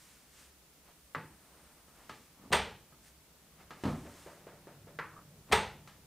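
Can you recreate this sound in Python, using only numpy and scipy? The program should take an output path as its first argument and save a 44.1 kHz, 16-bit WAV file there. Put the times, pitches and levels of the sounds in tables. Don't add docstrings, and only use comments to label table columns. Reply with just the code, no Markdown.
import sys
import numpy as np
from scipy import signal
from scipy.fft import rfft, irfft
from scipy.io import wavfile
from scipy.ndimage import uniform_filter1d

SR = 44100
rng = np.random.default_rng(int(sys.argv[2]) if len(sys.argv) > 2 else 0)


def persist_wave(psi):
    counts = np.round(np.clip(psi, -1, 1) * 32767).astype(np.int16)
    wavfile.write(sys.argv[1], SR, np.atleast_2d(counts).T)


N = 267334
TIME = np.arange(N) / SR
RING_TIME = TIME[:32768]
RING_HZ = np.arange(len(RING_TIME) // 2 + 1) * SR / len(RING_TIME)

# landing of the rim in seconds, then latch, rim and seal levels in dB.
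CLOSINGS = [(2.5325, 2.5, 4.5, -12.5), (5.529, 3, 6, -18.5)]
# start in seconds, hook level in dB,
# hook tilt in dB per octave, cabinet level in dB.
KNOCKS = [(1.1485, -8.5, -0.1, -14.5), (4.9888, -8.5, 0.25, -28)]
# start in seconds, lever level in dB, seal level in dB.
JERKS = [(3.837, -10, -5.5), (3.8544, -12, -1), (3.877, -15.5, -3.5)]
# frequency in Hz, relative level in dB, T60 in seconds.
DOOR_MODES = [(71, -6, 0.38), (109.7, -23, 0.69), (148, -15.5, 0.94), (200.4, -9.5, 0.56), (396, 1, 0.17),
              (441, 2, 0.26), (665, -6.5, 0.27), (845.4, 8.5, 0.16), (941, 2, 0.24), (1122, -2, 0.16),
              (1190, 0, 0.27), (1273, 2.5, 0.17), (1700, 1, 0.19), (1967, -0.5, 0.22), (2130, 0, 0.2),
              (2320, -11, 0.32), (3390, -8, 0.22), (3570, -2.5, .22)]
# frequency in Hz, relative level in dB.
SEAL_COLOUR = [(25, -16), (70, -1), (150, 0), (290, 2), (420, -9.5), (1000, -12.5), (2000, -32),
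               (10000, -61)]


def undb(db):
    return 10 ** (np.asarray(db) / 20)


def at(points, hz):
    f, value = np.transpose(points)
    return np.interp(np.log(hz + 1), np.log(f), value)


def unit(x):
    return x / np.sqrt(np.sum(x ** 2))


def fade(t60):
    return np.exp(-np.log(1000) * RING_TIME / t60)


def add(track, s, sound):
    start = int(s * SR)
    track[start:start + len(sound)] += sound[:N - start]


def noise(colour):
    spectrum = rfft(rng.standard_normal(N))
    gain = undb(at(colour, np.arange(N // 2 + 1) * SR / N))
    x = irfft(spectrum * gain, N)
    return x / x.std()


def causal(db):
    cepstrum = irfft(np.log(undb(db)))
    cepstrum[1:] *= 2
    cepstrum[len(cepstrum) // 2:] = 0
    return np.exp(rfft(cepstrum))


def even(x, size):
    spectrum = rfft(x)
    power = uniform_filter1d(np.abs(spectrum) ** 2, size)
    return spectrum * causal(-10 * np.log10(power + 1e-12))


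def echoes(count, build_s):
    # band centre in Hz, T60 in seconds; the treble mostly dies first.
    room_t60 = [(60, 0.78), (200, 0.59), (500, 0.46), (1200, 0.4), (3500, 0.42), (6000, 0.38), (9000, 0.3),
                (15000, 0.2)]
    scatter = rfft(rng.standard_normal((count, len(RING_TIME))))
    centres = np.transpose(room_t60)[0]
    tails = np.zeros((count, len(RING_TIME)))
    for share, (hz, t60) in zip(np.eye(len(centres)), room_t60):
        band_gain = at(np.transpose([centres, share]), RING_HZ)
        tails += irfft(scatter * band_gain) * fade(t60)
    return tails * np.clip(RING_TIME / build_s - 0.3, 0, 1)


def strike(blows, colour, modes, chatter_s, chatter_db, room_db, modes_db, low_hz):
    track = np.zeros(N)
    low_loss_db = 10 * np.log10(1 + (low_hz / np.maximum(RING_HZ, 10)) ** 4)
    body_db = at(colour, RING_HZ) - low_loss_db
    octaves = np.log2(np.maximum(RING_HZ, 200) / 1000)
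    seating = np.exp(-(RING_TIME / chatter_s) ** 2)
    rings = np.array([undb(db) * fade(t60) * np.exp(2j * np.pi * hz * RING_TIME) for hz, db, t60 in modes])
    rings *= 1 - fade(0.0077)
    for (s, db, tilt), tail in zip(blows, echoes(count=len(blows), build_s=0.0083)):
        contact = undb(chatter_db) * unit(rng.standard_normal(len(RING_TIME)) * seating)
        contact[0] += 1
        contact = unit(contact) + undb(room_db) * unit(tail)
        crack = irfft(even(contact, size=180) * causal(body_db + tilt * octaves))
        phases = np.exp(2j * np.pi * rng.random(len(modes)))
        tones = (phases @ rings).imag
        add(track, s, undb(db) * (unit(crack) + undb(modes_db) * unit(tones)))
    return track


def latch():
    # lead before the rim lands in seconds, level added in dB, tilt in dB per octave.
    latch_action = [(0.0143, -7.5, -4.5), (0.0068, -1.5, 0.83), (0.0038, 1, 0.5)]
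    # frequency in Hz, relative level in dB.
    latch_colour = [(60, 4), (280, -12.5), (450, 4), (900, 2), (1500, -1), (2700, -0.5), (4000, -5),
                    (5200, -12), (7500, -15.5), (8700, -7), (9600, -22.5), (15000, -27.5)]
    blows = [(s - lead, latch_db + db, tilt)
             for s, latch_db, _, _ in CLOSINGS for lead, db, tilt in latch_action]
    return strike(blows, latch_colour, DOOR_MODES,
                  chatter_s=0.0088, chatter_db=22, room_db=-2, modes_db=-9.5, low_hz=67)


def rim():
    # frequency in Hz, relative level in dB.
    door_colour = [(70, -17.5), (200, -1), (290, -15.5), (420, -2), (620, -11), (850, 5.5), (1080, -6),
                   (1900, -2), (3300, -14), (6000, -24), (15000, -38)]
    blows = [(s, rim_db, -0.34) for s, _, rim_db, _ in CLOSINGS]
    return strike(blows, door_colour, DOOR_MODES,
                  chatter_s=0.0051, chatter_db=1, room_db=-5.5, modes_db=-1, low_hz=64.5)


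def hook():
    bounce_s, bounce_db = 0.0066, -2.2
    # frequency in Hz, relative level in dB.
    hook_colour = [(60, -13.5), (300, -13), (480, -1), (700, -10.5), (920, -1), (1280, 1.5), (1900, -2.5),
                   (2600, -13.5), (3400, -20.5), (4200, -22), (7000, -35.5), (15000, -47)]
    # frequency in Hz, relative level in dB, T60 in seconds.
    hook_modes = [(146, -7, 0.5), (320, -11.5, 1), (421, -10, 0.21), (880, 1, 0.39), (1147, 5.5, 0.24),
                  (1275, 6, 0.16), (1540, 2, 0.16), (1640, -29, 0.2), (1976, 8, 0.11), (1880, -20, 0.16)]
    blows = []
    for s, db, tilt, _ in KNOCKS:
        blows += [(s, db, tilt), (s + bounce_s, db + bounce_db, tilt)]
    return strike(blows, hook_colour, hook_modes,
                  chatter_s=0.0054, chatter_db=12.5, room_db=-6.5, modes_db=-6.5, low_hz=90)


def seal():
    squeeze_lead_s, cabinet_lag_s = 0.0265, 0.016
    # frequency in Hz, relative level in dB, T60 in seconds.
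    cabinet_modes = [(71, -19, 0.59), (102, -4, 0.22), (152.2, 11, 0.44), (204, 8, .26), (289, -3.5, 0.27),
                     (499, 0.5, 0.24)]
    squeezes = [(s - squeeze_lead_s, db, -0.3) for s, _, _, db in CLOSINGS]
    booms = [(s + cabinet_lag_s, db, -0.29) for s, _, _, db in KNOCKS]
    pops = [(s, db, 0.092) for s, _, db in JERKS]
    return strike(squeezes + booms + pops, SEAL_COLOUR, cabinet_modes,
                  chatter_s=0.025, chatter_db=3.5, room_db=-3.5, modes_db=-3.0, low_hz=32)


def handle():
    # start in seconds, level in dB, tilt in dB per octave.
    clicks = [(1.881, -30.5, -4), (2.0945, -15, -0.4), (2.922, -29, -5.5), (3.7065, -17, -1),
              (5.875, -23.5, 2)]
    # frequency in Hz, relative level in dB.
    handle_colour = [(60, 2.5), (550, -4), (900, -4), (1280, 2), (1500, -9), (1750, -3.5), (2300, -8),
                     (3000, -10.5), (3600, -12), (5400, -16.5), (6500, -19.5), (15000, -34)]
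    # frequency in Hz, relative level in dB, T60 in seconds.
    handle_modes = [(869, 0.5, 0.39), (1275, 9.5, 0.12), (1635, 5, 0.14), (3000, -1, .12),
                    (4420, -11, 0.19)]
    slips = [(s, db, -1.3) for s, db, _ in JERKS]
    return strike(clicks + slips, handle_colour, handle_modes,
                  chatter_s=0.0082, chatter_db=19, room_db=-1, modes_db=-8, low_hz=89.5)


def tub(count):
    start_s, period_s, quicken_s = 4.052, 0.2097, 0.0034
    top_db, strongest, fade_db = -19.5, 1.18, 2
    # frequency in Hz, relative level in dB.
    tub_colour = [(60, -38), (250, -10.5), (380, -4.5), (640, -7), (800, -11), (1700, -13.5), (3000, -24.5),
                  (12000, -49)]
    # frequency in Hz, relative level in dB, T60 in seconds.
    tub_modes = [(381, 16, 0.025), (502, 4, 0.054), (580, -4.5, 0.56), (660, -3, 0.31), (907, -7.5, 0.43),
                 (1306, -14, 0.31)]
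    swing = np.arange(count)
    times = start_s + swing * (period_s - quicken_s * (swing - 1) / 2)
    levels = top_db - fade_db * np.abs(swing - strongest)
    tilts = 0.15 - 0.15 * swing
    return strike(list(zip(times, levels, tilts)), tub_colour, tub_modes,
                  chatter_s=0.007, chatter_db=5, room_db=8.5, modes_db=0, low_hz=206)


def rub(strokes, colour, grain_db, size):
    swell = sum(undb(db) * np.exp(-0.5 * ((TIME - s) / half) ** 2) for s, half, db in strokes)
    grain = uniform_filter1d(rng.standard_normal(N), size) * np.sqrt(size)
    return swell * undb(grain_db * grain) * noise(colour)


def sleeves():
    # centre in seconds, Gaussian half length in seconds, level in dB before the grain.
    swishes = [(.04, 0.14, -62), (.41, 0.057, -60), (2.13, 0.14, -67.5), (3.07, 0.031, -62),
               (3.9, 0.083, -60.5), (4.2, 0.12, -61)]
    # frequency in Hz, relative level in dB.
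    cloth_colour = [(200, -25), (800, -4.5), (1800, 0.5), (4000, -4), (8500, -1.5), (14000, -13)]
    return rub(swishes, cloth_colour, grain_db=0.7, size=200)


def hand():
    # centre in seconds, Gaussian half length in seconds, level in dB before the grain.
    rubs = [(.89, 0.032, -62.5), (1.62, 0.19, -65.5), (2.02, 0.045, -62.5), (2.44, 0.06, -68.5),
            (3.615, 0.016, -60), (4.12, 0.39, -62.5), (5.5, 0.014, -58.5)]
    # frequency in Hz, relative level in dB.
    rub_colour = [(100, -1), (550, 2.5), (850, 2.5), (1250, 0.5), (2200, -4.5), (8000, -22)]
    return rub(rubs, rub_colour, grain_db=0.1, size=400)


def squeaks():
    # centre in seconds, Gaussian half length in seconds, level in dB before the grain.
    squeak_strokes = [(1.548, 0.008, -63), (2.42, 0.04, -66.5), (5.175, 0.032, -57.5)]
    # frequency in Hz, relative level in dB.
    squeak_colour = [(500, -13), (950, -9), (1200, 3), (1500, -14), (3000, -38)]
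    return rub(squeak_strokes, squeak_colour, grain_db=3.0, size=400)


def groan():
    # centre in seconds, Gaussian half length in seconds, level in dB before the grain.
    groans = [(2.46, 0.043, -57)]
    return rub(groans, SEAL_COLOUR, grain_db=1.5, size=400)


def high_hiss():
    # centre in seconds, Gaussian half length in seconds, level in dB before the grain.
    hisses = [(1.5, 0.48, -71.5)]
    # frequency in Hz, relative level in dB.
    hiss_colour = [(6800, -32), (8300, 1), (9700, -1), (10800, -9)]
    return rub(hisses, hiss_colour, grain_db=-0.5, size=400)


def room_air():
    # frequency in Hz, relative spectral density in dB.
    air = [(20, -34), (45, -11.5), (69, -0.5), (88, -24), (150, -10.5), (330, -15), (800, -19.5),
           (1800, -23), (4000, -25), (9000, -26), (15000, -27.5)]
    return undb(-63.5) * noise(air)


def rumble():
    steady_db, swell_s, swell_half_s, swell_db = -76, 5.33, 0.98, -61
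    # frequency in Hz, relative level in dB.
    rumble_colour = [(40, -16), (85, -11.5), (104, 2.5), (122, -11), (148, 2.5), (175, -2), (260, -13.5),
                     (600, -18.5), (3000, -45)]
    swell = undb(swell_db) * np.exp(-0.5 * ((TIME - swell_s) / swell_half_s) ** 2)
    return (undb(steady_db) + swell) * noise(rumble_colour)


def side_hiss(side_db):
    hiss = undb(side_db) * noise([(40, 5.5), (200, 3.5), (1000, 1), (6000, 3), (14000, 1.5)])
    return np.array([hiss, -hiss])


def scene():
    blows = latch() + rim() + hook() + seal() + handle() + tub(count=5)
    friction = sleeves() + hand() + squeaks() + groan()
    background = high_hiss() + room_air() + rumble() + side_hiss(side_db=-66.5)
    return blows + friction + background


def record(dry):
    top_hz = 15550
    low_pass = signal.ellip(12, 0.1, 80, top_hz, fs=SR, output="sos")
    return signal.sosfilt(low_pass, dry)


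dry = scene()
out = record(dry)
persist_wave(out)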